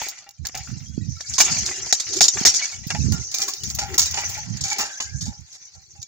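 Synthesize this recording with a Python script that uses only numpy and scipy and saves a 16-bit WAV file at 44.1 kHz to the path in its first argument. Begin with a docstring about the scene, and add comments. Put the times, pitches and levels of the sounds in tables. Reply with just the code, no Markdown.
"""Steel armour rustles and sword blades clash: two fighters spar on an open field, a few metres from a phone.
Mail, plates and buckles are flickering noise and short tones; blows are noise bursts through ringing modes.
Knocks wake the plates, small parts ring as fading sines, and a blade sliding on a plate whines on two partials.
Gusts of low noise and single pops buffet the two microphone ports one at a time.
The phone's gain dips just ahead of sudden loud sounds."""
import sys
import numpy as np
from scipy import signal
from scipy.fft import rfft, irfft, next_fast_len
from scipy.io import wavfile
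from scipy.ndimage import uniform_filter1d, minimum_filter1d, map_coordinates

SR = 44100
rng = np.random.default_rng(int(sys.argv[2]) if len(sys.argv) > 2 else 0)


def to_wav(sig):
    """Store sig (one row per channel, or 1-D mono) as 16-bit WAV at the path in sys.argv[1].

    Samples outside -1..1 are clipped; the rate is SR.
    """
    pcm = np.clip(np.atleast_2d(sig), -1, 1) * 32767
    pcm = np.round(pcm).astype(np.int16)
    wavfile.write(sys.argv[1], SR, pcm.T)  # frames by channels


N = 267687

# how hard the armour moves: [t/s, mail level/dB, plates over mail/dB]
ARMOUR_MOTION = [(0, -29, -3), (0.1, -46, 4), (0.36, -58.5, -11), (0.6, -38, -12), (0.99, -46.5, -20),
                 (1.25, -37, -21.5), (1.51, -21, -9), (1.61, -30, -11), (2.06, -29, -14),
                 (2.25, -31.5, -13.5), (2.5, -19, -16.5), (2.83, -38, -16.5), (2.94, -33, -22.5),
                 (3.28, -34, -17.5), (3.42, -30, -20.5), (3.72, -36, -11.5), (3.85, -44, -3),
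                 (4.02, -30, -12), (4.33, -30.5, -5.5), (4.48, -40, -12), (4.82, -32, -5), (4.95, -37, -10),
                 (5.28, -41.5, -23), (5.42, -49.5, -13.5), (5.88, -50.5, -15.5), (6.06, -45, -22.5)]
# padded bodies rub together in the grapple: [start t/s, rise/s, fall/s, top level/dB]
BODY_SCUFFS = [(1.3, 0.18, 0.17, -49.5), (1.621, 0.046, 0.32, -42.5), (2.06, 0.1, 0.2, -36),
               (2.3, 0.072, 0.19, -48), (2.9, 0.24, .25, -49.5), (3.36, 0.077, 0.18, -46.5),
               (3.58, 0.091, 0.097, -56), (3.84, 0.11, 0.04, -39.5), (4.12, 0.076, 0.12, -57),
               (4.45, 0.064, 0.075, -57), (4.74, 0.048, 0.063, -46)]
# the highest treble of the rustle swells for a while: [start t/s, end t/s, added level/dB]
RUSTLE_TREBLE_SWELL = (3.36, 4.45, 16.8)
# steel on steel: [t/s, clash level/dB, glint over clash/dB, time to fade 60 dB/ms]
SWORD_BLOWS = [(0.0146, -21, -16, 390), (0.0847, -17.5, -12, 67), (0.18, -30, -62, 64),
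               (0.242, -30, -31, 9.9), (0.29, -27.5, -13, 28), (0.307, -33, -15, 26),
               (0.451, -17.5, -25, 62), (0.4683, -15.5, -16, 36), (0.484, -22.5, -29, 35),
               (0.5489, -18.5, -21, 65), (0.5732, -21.5, -20, 110), (1.2059, -22, -47, 120),
               (1.336, -14.5, -50, 115), (1.3811, -3.5, -28, 270), (1.403, 3, -20, 93),
               (1.4212, -11, -25, 77), (1.6574, -13, -34, 210), (1.8608, -18, -46, 39),
               (1.9256, -0.5, -33.5, 75), (1.997, -12.5, -43, 120), (2.1298, -14.5, -44, 180),
               (2.158, -15, -38, 300), (2.1876, -13, -28, 25), (2.2067, 3.5, -29, 135),
               (2.222, -5, -43, 80), (2.24, -4, -48, 177), (2.253, -5.5, -44, 29), (2.282, 4.5, -39, 26),
               (2.2881, -11.5, -45, 33), (2.4509, 9.5, -26, 140), (2.4674, -6, -37, 90),
               (2.54, -9.5, -35, 130), (2.6195, -17, -60, 350), (2.7157, -23, -48, 63),
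               (2.8695, -26, -8, 49), (2.9032, -13, -54, 78), (2.947, -20.5, -48, 50),
               (3.1204, -17, -16, 120), (3.314, -21, -28, 170), (3.3405, -13.5, -20, 150),
               (3.384, -16.5, -19, 330), (3.417, -10.5, -20, 88), (3.4344, -12, -21, 22),
               (3.479, -14, -17, 86), (3.5358, -16.5, -24, 40), (3.634, -12.5, -21, 36),
               (3.6729, -25, -29, 130), (3.6993, -14.5, -36, 46), (3.747, -20, -9, 100),
               (3.762, -28, -20, 13), (3.786, -14, -29, 253), (3.941, -18, -18, 59),
               (3.9792, -4, -14.5, 185), (3.9935, -2.5, -23, 62), (4.0167, -7.5, -27, 120),
               (4.029, -10, -20, 22), (4.0557, -11.5, -25, 110), (4.111, -13.5, -17, 17),
               (4.142, -12.5, -35, 28), (4.173, -14.5, -31, 210), (4.2927, -20.5, -13, 100),
               (4.344, -23, -33, 130), (4.451, -41, -22, 25), (4.569, -20, -30, 49),
               (4.6075, -15, -33, 110), (4.6372, -12, -33, 190), (4.6796, -17, -34, 124),
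               (4.7, -14, -35, 240), (4.729, -12, -29, 35), (4.783, -14.5, -16.5, 340),
               (4.805, -13.5, -21, 140), (5.003, -14, -38, 160), (5.209, -17.5, -42, 160),
               (5.253, -23.5, -31, 220), (5.5243, -31.5, -35, 180), (5.5438, -32.5, -45, 170),
               (5.746, -34.5, -34, 46), (6.0152, -25, -33, 30), (6.0276, -15.5, -29, 15)]
# knocks on the plates: [t/s, level/dB, most woken f/Hz, time to fade 60 dB/ms]
PLATE_KNOCKS = [(0.016, -16.5, 830, 33), (0.065, -24, 810, 50), (0.179, -42, 2050, 100),
                (0.261, -39.5, 770, 125), (0.448, -28, 1730, 69), (0.469, -32, 2000, 30),
                (0.492, -30, 1900, 25), (0.544, -25, 790, 142), (0.672, -36.5, 1350, 90),
                (1.205, -28, 1780, 29), (1.381, -15.5, 1080, 40), (1.401, -7, 954, 68),
                (1.478, -24.5, 726, 105), (1.566, -17, 2270, 33), (1.687, -21, 2000, 36),
                (1.711, -24, 1970, 52), (1.866, -29, 916, 30), (1.925, -7, 764, 16.7),
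                (2.2075, -3, 750, 26.4), (2.37, -17.5, 1730, 49), (2.45, -0.5, 2000, 36),
                (2.469, -8.5, 1890, 25), (2.613, -23, 2200, 110), (2.72, -30.5, 2300, 114),
                (2.902, -15, 670, 62), (2.947, -20, 850, 67), (3.121, -31, 1380, 250),
                (3.339, -31, 2420, 210), (3.39, -28, 2110, 330), (3.477, -29, 1080, 145),
                (3.786, -16, 920, 63), (3.812, -23.5, 830, 220), (3.939, -23.5, 2000, 60),
                (3.978, -20.5, 960, 99), (4.137, -20, 854, 83), (4.171, -18.5, 890, 117),
                (4.233, -25, 1960, 83), (4.291, -33, 830, 78), (4.366, -28.5, 815, 160),
                (4.639, -30.5, 2280, 310), (4.714, -21, 2200, 78), (4.786, -19, 680, 244),
                (4.829, -30.5, 680, 130), (4.999, -20.5, 1060, 68), (5.259, -39, 890, 340),
                (5.326, -36, 820, 24), (5.55, -45.5, 1880, 85), (5.748, -48.5, 774, 170),
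                (5.949, -46, 820, 200)]
# wind on one microphone port: [start t/s, rise/s, fall/s, top level/dB, port L or R]
WIND_GUSTS = [(0.372, 0.059, 0.048, -26.5, "R"), (.47, 0.041, 0.19, -35.5, "R"), (.57, .05, 0.52, -42, "L"),
              (.64, 0.077, 0.34, -21.5, "R"), (.8, 0.24, 0.17, -23, "R"), (1.05, 0.19, .05, -50, "L"),
              (1.259, 0.068, 0.057, -26.5, "L"), (1.381, 0.19, 0.17, -20.5, "R"),
              (1.728, 0.11, 0.082, -33, "L"), (2.02, 0.11, 0.067, -39.5, "R"), (2.05, 0.13, .07, -49, "L"),
              (2.15, 0.041, 0.022, -45, "R"), (2.8, 0.037, 0.042, -48, "L"), (2.31, 0.061, 0.056, -23, "R"),
              (2.408, 0.06, 0.16, -38, "L"), (2.55, 0.22, .05, -59, "R"), (2.7, 0.13, 0.029, -28, "L"),
              (2.82, 0.23, 0.32, -18, "R"), (2.95, 0.18, 0.14, -47, "L"), (3.54, 0.15, 1, -27, "L"),
              (4.11, 0.024, 0.31, -43, "L"), (4.199, 0.095, 0.4, -38, "L"), (4.36, 0.18, 0.24, -19.5, "R"),
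              (4.2, 0.08, 0.075, -44, "R"), (4.999, 0.28, 0.1, -24, "R"), (5.208, 0.089, 0.07, -30.5, "L"),
              (5.362, 0.032, 0.11, -27.5, "R"), (5.73, 0.076, 0.059, -35.5, "R"),
              (5.72, 0.056, 0.11, -58, "L"), (5.89, 0.057, 0.05, -47, "L"),
              (5.95, 0.054, 0.067, -33.5, "R")]
# small steel parts left ringing on one clear tone: [t/s, f/Hz, level/dB, time to fade 60 dB/s]
PART_PINGS = [(0.885, 3320, -59, 1), (1.008, 1920, -50, 0.2), (1.166, 1337, -45.5, 0.15),
              (3.812, 780.4, -35.5, 0.68), (3.812, 1410, -36, 0.29), (4.71, 2290, -26.5, 0.29)]
# pops of wind on the right port: [t/s, peak level/dB, length of the swing/ms]
WIND_POPS = [(0.977, -10.5, 3.46), (2.411, -15, 3.4), (2.865, -18, 4.8), (3.034, -24, 5.6),
             (3.084, -16.5, 3.3)]
# partials of the sliding blade, lowest first: [loudest t/s, level/dB, fade either side/(dB/s)]
WHINE_PARTIALS = [(4.72, -36, 80), (4.92, -38, 55)]
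# the phone turns to follow the bout: [t/s, left port hears later by/ms]
PHONE_TURN = [(0, 0.026), (2.5, 0), (3.2, 0.13), (4.2, 0.13), (6.07, 0.18)]

# spectrum of the mail: [f/Hz, relative level per Hz/dB]
MAIL_COLOUR = [(1760, -36), (3000, -41), (4000, -10), (4490, -4.5), (6200, 4.5), (7030, -1.5), (8550, -25),
               (10000, -30.5), (13000, -41), (22000, -120)]
# spectrum of the armour plates: [f/Hz, relative level per Hz/dB]
PLATE_COLOUR = [(290, -48), (500, -8), (913, -1.5), (1090, -11.5), (1430, 0.5), (1710, -1), (1890, 4),
                (3500, -1.5), (4550, -30), (7700, -120)]
# spectrum of the padding under the armour: [f/Hz, relative level per Hz/dB]
PADDING_COLOUR = [(120, -32.5), (200, -28), (367, -4.5), (425, -9), (535, -25), (600, -26.5), (780, -69.5),
                  (1320, -120)]
# spectrum of the glint, the highest treble of the steel: [f/Hz, relative level per Hz/dB]
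GLINT_COLOUR = [(5290, -58.5), (9000, -0.5), (10400, -2.5), (11800, -7.5), (13400, -12), (15100, 15),
                (16000, 1.5), (16400, -20)]
# spectrum of the broad crash of a blow: [f/Hz, relative level per Hz/dB]
CLASH_COLOUR = [(1530, -53.5), (2600, -11.5), (3470, -6), (3820, -1.5), (4310, -1.5), (4600, 3),
                (5260, -1.5), (6750, 6.5), (7060, -0.5), (8880, -27.5), (12000, -40), (15600, -53),
                (22000, -120)]
# spectrum of strong wind at a port: [f/Hz, relative level per Hz/dB]
WIND_COLOUR = [(25, -51.5), (70, -1), (118, -1), (172, -4.5), (213, -7.5), (242, -12), (452, -41),
               (500, -69), (650, -69), (1100, -120)]
# modes of the armour plates: [f/Hz, relative level/dB, time to fade 60 dB/s]
ARMOUR_MODES = [(776.3, -1, 0.19), (830, 6, 0.092), (916, -5, 0.13), (1080, 1, 0.049), (1211, -2.5, 0.17),
                (1372, 2, 0.12), (1743, 0, 0.12), (1851, -29, 0.041), (2000, 2, 0.053), (2273, 9.5, 0.1),
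                (2300, -5, .035), (2848, 10.5, 0.08)]
# modes of the sword blades: [f/Hz, relative level/dB, time to fade 60 dB/s]
BLADE_MODES = [(3720, -3, .07), (3914, -2, .05), (4700, 3, .04), (5490, 5, .05), (5590, 5, .07),
               (6260, 6, .05), (6550, 7, .05), (6850, 12, .06), (7390, 5, .05), (7490, 3, .06)]

# glint and padding follow the motion: level at middle motion, dB gained per dB of motion
MOTION_MID_DB = -35
GLINT_MID_DB, GLINT_SLOPE = -66, 0.62
PADDING_MID_DB, PADDING_SLOPE = -69, 0.83
TREBLE_EDGE_S = 0.089
# small parts: rate, pitch range, mean ring time to -60 dB, level over mail
JINGLES_PER_S, JINGLE_LO_HZ, JINGLE_HI_HZ = 160, 1193, 7500
JINGLE_RING_S, JINGLE_OVER_MAIL_DB = 0.081, -10.5
# scatter of their strengths, widest difference between ports, rise with pitch
JINGLE_SPREAD_DB, JINGLE_PAN_DB, JINGLE_TILT_DB_PER_OCTAVE = 5.5, 23.5, 4.5
STUTTER_DB = 4  # roughness of the scrape in a blow
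KNOCK_FOCUS_DB = 18  # how far a knock holds down modes away from its pitch
CALM_DB, SWELL_SHAPE = -68, 2.78  # air between gusts; exponent, higher makes narrower swells
# the whine as a blade slides along a plate
SLIDE_START_S, SLIDE_END_S, SLIDE_EDGE_S = 4.63, 5.28, 0.026
SLIDE_HZ, SLIDE_LIFT_HZ = 810, 70
TOP_HZ = 16100  # the phone passes nothing much above


def undb(db):
    """Decibels to gain."""
    return 10 ** (np.asarray(db) / 20)


def unit(x):
    """Scale to rms 1."""
    return x / np.sqrt(np.mean(x ** 2))


def curves(table):
    """Columns of a table as curves over time."""
    s, *columns = np.transpose(table)
    return [np.interp(np.arange(N) / SR, s, column) for column in columns]


def colour(points, size=2048):
    """Causal response with the given spectrum, from the folded cepstrum; white noise keeps its level."""
    hz, db = np.transpose(points)
    grid = np.maximum(np.arange(size // 2 + 1), 1) * SR / size
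    slope_db = -24 * np.maximum(np.log2(grid / hz[-1]), 0)  # 24 dB per octave past the last point
    spectrum_db = np.interp(np.log(grid), np.log(hz), db) + slope_db
    cepstrum = irfft(np.log(undb(spectrum_db)))
    cepstrum[1:size // 2] *= 2
    cepstrum[size // 2 + 1:] = 0
    taps = irfft(np.exp(rfft(cepstrum)))
    return taps / np.sqrt(np.sum(taps ** 2))


def through(x, taps):
    """Both channels through one response."""
    return signal.fftconvolve(x, taps[None], axes=1)[:, :x.shape[1]]


def pair(size, alike):
    """Noise for both ports, with a share of its power in common."""
    noise = rng.standard_normal((3, size))
    return np.sqrt(alike) * noise[0] + np.sqrt(1 - alike) * noise[1:]


def walk(rate, size=N):
    """Random levels, one every 1 / rate s, joined by straight slopes; spread a little under 1."""
    hold = int(SR / rate)
    steps = np.repeat(rng.standard_normal(size // hold + 1), hold)
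    return uniform_filter1d(steps, hold)[:size]


def span(start_s, end_s, edge_s):
    """Fades in after the start and out before the end; 1 between."""
    t = np.arange(N) / SR
    return np.clip(np.minimum(t - start_s, end_s - t) / edge_s, 0, 1)


def swell(start_s, rise_s, fall_s, db):
    """Rises smoothly to a peak and dies away."""
    t = np.arange(N) / SR - start_s
    place = np.minimum(t / rise_s, (rise_s + fall_s - t) / fall_s)
    return undb(db) * np.sin(np.pi / 2 * np.clip(place, 0, 1)) ** SWELL_SHAPE


def clinks(rate, spread_db, fade_ms):
    """Envelope of small contacts at random moments: each starts at once and dies away."""
    strengths = undb(spread_db * np.minimum(rng.exponential(size=N), 2))
    hits = (rng.random(N) < rate / SR) * strengths
    keep = undb(-60 / (fade_ms * SR / 1000))  # per sample
    return unit(signal.lfilter([1], [1, -keep], hits))


def patches(x, lo_hz, hi_hz, patchy_db, rate, count):
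    """Different parts move at different moments: each slice of the spectrum flickers on its own."""
    size = next_fast_len(N, real=True)
    spectrum = rfft(x, size)
    hz = np.arange(size // 2 + 1) * SR / size
    octave_share = np.log(np.maximum(hz, 1) / lo_hz) / np.log(hi_hz / lo_hz)
    place = np.clip(octave_share, 0, 1) * (count - 1)
    out = np.zeros((2, N))
    for k in range(count):
        band = np.maximum(1 - np.abs(place - k), 0)
        out += irfft(spectrum * band, size)[:, :N] * undb(patchy_db * walk(rate))
    return out


def ring(modes, scatter_db, detune, near_hz=1000, focus_db=0, longest_s=1):
    """One blow on a set of modes: those near the given pitch wake most, the rest by chance."""
    hz, db, t60 = np.transpose(modes)[:, :, None]
    chance = rng.standard_normal((2, len(modes), 1))
    t60 = np.minimum(t60, longest_s)
    away = np.minimum(np.abs(np.log2(hz / near_hz)) / 0.2, 1)  # full at a fifth of an octave
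    db = db + scatter_db * chance[0] - focus_db * away
    t = np.arange(SR // 10) / SR
    fade = undb(db - 60 * t / t60 + 2 * walk(180, size=len(t)))
    taps = np.sum(fade * np.sin(2 * np.pi * hz * (1 + detune * chance[1]) * t), axis=0)
    return taps / np.sqrt(np.sum(taps ** 2))


def jingles():
    """Rings, rivets and buckles touch at random moments; each sounds one short tone of its own."""
    size = SR // 12
    out, t = np.zeros((2, N + size)), np.arange(size) / SR
    for when, pitch, strength, ring_share, side in rng.random((int(JINGLES_PER_S * N / SR), 5)):
        hz = JINGLE_LO_HZ * (JINGLE_HI_HZ / JINGLE_LO_HZ) ** np.sqrt(pitch)  # high tones are commoner
        db = JINGLE_SPREAD_DB * min(-np.log(1 - strength), 2)
        db += JINGLE_TILT_DB_PER_OCTAVE * np.log2(hz / JINGLE_HI_HZ)
        ring_s = JINGLE_RING_S * (.5 + ring_share)
        tone = np.sin(2 * np.pi * hz * t) * undb(db - 60 * t / ring_s)
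        ports = undb(JINGLE_PAN_DB * (side - .5) * np.array([[1], [-1]]))
        start = int(when * N)
        out[:, start:start + size] += tone * ports
    return out[:, :N]


def rustle():
    """Many tiny contacts in mail and straps: noise that flickers in grains, over the rub of padding."""
    mail_db, plates_db = curves(ARMOUR_MOTION)
    motion_db = mail_db - MOTION_MID_DB
    swell_start_s, swell_end_s, swell_db = RUSTLE_TREBLE_SWELL
    glint_db = GLINT_MID_DB + GLINT_SLOPE * motion_db
    glint_db = glint_db + swell_db * span(swell_start_s, swell_end_s, TREBLE_EDGE_S)
    rub = undb(PADDING_MID_DB + PADDING_SLOPE * motion_db) + sum(swell(*scuff) for scuff in BODY_SCUFFS)
    stir_db = 2.2 * walk(30)  # shared by all the steel

    mail_grain = undb(stir_db + 0.71 * walk(300)) * (1 + 0.39 * clinks(90, 6.5, 52))
    mail = through(pair(N, 0.049) * mail_grain, colour(MAIL_COLOUR))
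    mail = patches(mail, 3850, 7000, 5.2, 45, count=5)

    plate_grain = undb(stir_db + 1.8 * walk(80)) * (1 + 0.42 * clinks(31, 1.6, 44))
    taps = pair(N, 0.35) * plate_grain
    plates = through(taps, colour(PLATE_COLOUR)) + undb(-6.5) * through(taps, ring(ARMOUR_MODES, 0, 0))
    plates = patches(plates, 687, 3000, 3.3, 25.1, count=6)

    glint = through(pair(N, .4) * undb(stir_db + 5.6 * walk(80)), colour(GLINT_COLOUR))
    glint *= undb([[3.], [-3.]])  # stronger on the left port
    padding = through(pair(N, .9) * undb(4.5 * walk(40)), colour(PADDING_COLOUR))

    out = unit(padding) * rub
    out += unit(mail) * undb(mail_db)
    out += unit(plates) * undb(mail_db + plates_db)
    out += unit(glint) * undb(glint_db)
    return out + unit(jingles()) * undb(mail_db + JINGLE_OVER_MAIL_DB)


def blows():
    """Steel meets steel: a sharp start, a stuttering scrape, then the rattle fades as the blades ring a little."""
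    size = SR // 5
    out, t = np.zeros((2, N + size)), np.arange(size) / SR * 1000  # t in ms
    clash_taps, glint_taps = colour(CLASH_COLOUR), colour(GLINT_COLOUR)
    for s, db, glint_db, fade_ms in SWORD_BLOWS:
        scrape_ms = 0.068 * fade_ms  # long rattles start with a longer scrape
        touch_ms = 0.18 + 0.033 * max(-db, 0)  # light touches start softer
        rise = (1 - np.exp(-t / touch_ms)) * (1 + 0.45 * np.exp(-t / 3.2))  # a crack at first touch
        smooth = rise * undb(-60 * np.maximum(t - scrape_ms, 0) / fade_ms)
        contact = smooth * undb(STUTTER_DB * walk(370, size=size))
        # the stutter shares out the force, it adds none
        contact *= np.linalg.norm(smooth) / np.linalg.norm(contact)
        push = pair(size, 0.25) * contact
        # the broad crash soon drops to about half; the blades sing on while the scrape lasts
        crash = through(push * (0.51 + 0.54 * undb(-1.5 * t)), clash_taps)
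        blades = through(push, ring(BLADE_MODES, 4.3, 0.0058))
        glint = through(pair(size, 0.22) * contact * undb(-.25 * t), glint_taps)
        # the left port is more open to the highest treble
        glint *= undb(glint_db + 2.0 + np.array([[0], [-9.]]))
        sound = undb(-9.0) * crash + undb(-14.0) * blades + glint
        start = int(s * SR)
        out[:, start:start + size] += sound * undb(db + np.array([[-.6], [.6]]))
    return out[:, :N]


def knocks():
    """A short crunch on the plates, fuller in hard knocks, that leaves a few quickly damped modes."""
    size = SR // 4
    out, t = np.zeros((2, N + size)), np.arange(size) / SR * 1000  # t in ms
    plate_taps, padding_taps = colour(PLATE_COLOUR), colour(PADDING_COLOUR)
    for s, db, hz, fade_ms in PLATE_KNOCKS:
        fade = undb(-60 * t / fade_ms + 1.3 * walk(230, size=size))
        push = pair(size, 0.89) * (1 - np.exp(-t / 0.82)) * fade
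        # a short knock damps the plate
        modes = ring(ARMOUR_MODES, 1.9, 0.032, hz, KNOCK_FOCUS_DB, longest_s=fade_ms / 1000)
        sound = undb(0.16 * db - 5) * through(push, plate_taps)
        sound += undb(-4) * through(push, modes)
        # hard knocks thump the padded body
        sound += undb(db - 14) * through(push * undb(-.8 * t), padding_taps)
        start = int(s * SR)
        out[:, start:start + size] += sound * undb(db)
    return out[:, :N]


def gusts():
    """Each gust blows on one port, over calm air."""
    ports = [sum(swell(*gust[:-1]) for gust in WIND_GUSTS if gust[-1] == port) for port in "LR"]
    return undb(CALM_DB) + np.array(ports)


def wind():
    """Eddies burst on each port alone; stronger gusts reach higher in pitch."""
    strength = gusts()
    bursts = np.array([clinks(31, 3.6, 60), clinks(25, 4.5, 60)])
    eddies = pair(N, 0) * undb([1.4 * walk(27), 6.5 * walk(45)]) * (1 + 0.5 * bursts)
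    bright = unit(through(eddies, colour(WIND_COLOUR, size=8192)))
    dull = unit(signal.sosfilt(signal.butter(2, 110, fs=SR, output="sos"), bright))
    share = np.clip(strength / undb(-23), 0, 1)
    return strength * (share * bright + (1 - share) * dull)


def pings():
    """A struck small part rings on one clear, fading tone that stops within a seventh of a second."""
    out, t = np.zeros(N), np.arange(SR // 7) / SR
    for s, hz, db, ring_s in PART_PINGS:
        edges = np.clip(np.minimum(t / .003, (t[-1] - t) / .02), 0, 1)
        tone = np.sin(2 * np.pi * hz * t) * edges
        start = int(s * SR)
        out[start:start + len(t)] += undb(db - 60 * t / ring_s) * tone
    return out


def pops():
    """A single eddy slaps the right port: one swing of pressure, the return slower."""
    out, t = np.zeros((2, N)), np.arange(SR // 25) / SR * 1000  # t in ms
    for s, db, ms in WIND_POPS:
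        place = t / ms
        envelope = place * np.exp(-1.6 * place) * np.minimum(place, 1)
        swing = np.sin(2 * np.pi * place ** .75) * envelope
        start = int(s * SR)
        out[1, start:start + len(t)] += undb(db) * swing / np.max(np.abs(swing))
    return out


def slide():
    """Stick-slip whine: two wavering partials, broken up by the grain of the steel; the pitch lifts at the end."""
    length_s = SLIDE_END_S - SLIDE_START_S
    since = np.clip(np.arange(N) / SR - SLIDE_START_S, 0, length_s)
    hz = SLIDE_HZ + SLIDE_LIFT_HZ * (since / length_s) ** 6
    phase = 2 * np.pi * np.cumsum(hz * (1 + .045 * walk(300))) / SR
    grip = undb(5 * walk(60))
    partials = np.zeros(N)
    for number, (s, db, fade) in enumerate(WHINE_PARTIALS, start=1):
        level = undb(db - fade * np.abs(SLIDE_START_S + since - s))
        partials += level * np.sin(number * phase)
    return span(SLIDE_START_S, SLIDE_END_S, SLIDE_EDGE_S) * grip * partials


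def scene():
    """The bout reaches the left port a little later; wind strikes the ports directly."""
    bout = rustle() + blows() + knocks() + pings() + slide()
    late = np.arange(N) - curves(PHONE_TURN)[0] * SR / 1000
    bout[0] = map_coordinates(bout[0], [late], order=3)
    return bout + wind() + pops()


def record(dry):
    """Gain control that looks a few ms ahead and dips just before a sudden loud sound; a quick limiter; top cut."""
    ahead = SR // 130
    # judged on the slope of the wave, so treble counts most
    slope_power = np.mean(np.diff(dry, prepend=0) ** 2, axis=0)
    now = np.sqrt(uniform_filter1d(slope_power, SR // 400) + 1e-12)
    coming = -minimum_filter1d(-now, ahead, origin=-(ahead // 2))  # loudest just ahead
    allowed = np.maximum(undb(13) * now, undb(-30))
    gain = np.clip(allowed / coming, .15, 1)
    wet = dry * uniform_filter1d(gain, SR // 2000)
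    peak = -minimum_filter1d(-np.abs(wet), SR // 400)
    wet = wet * uniform_filter1d(np.minimum(.98 / peak, 1), SR // 400)
    return signal.sosfilt(signal.ellip(10, .2, 80, TOP_HZ, fs=SR, output="sos"), wet)


dry = scene()
out = record(dry)
to_wav(out)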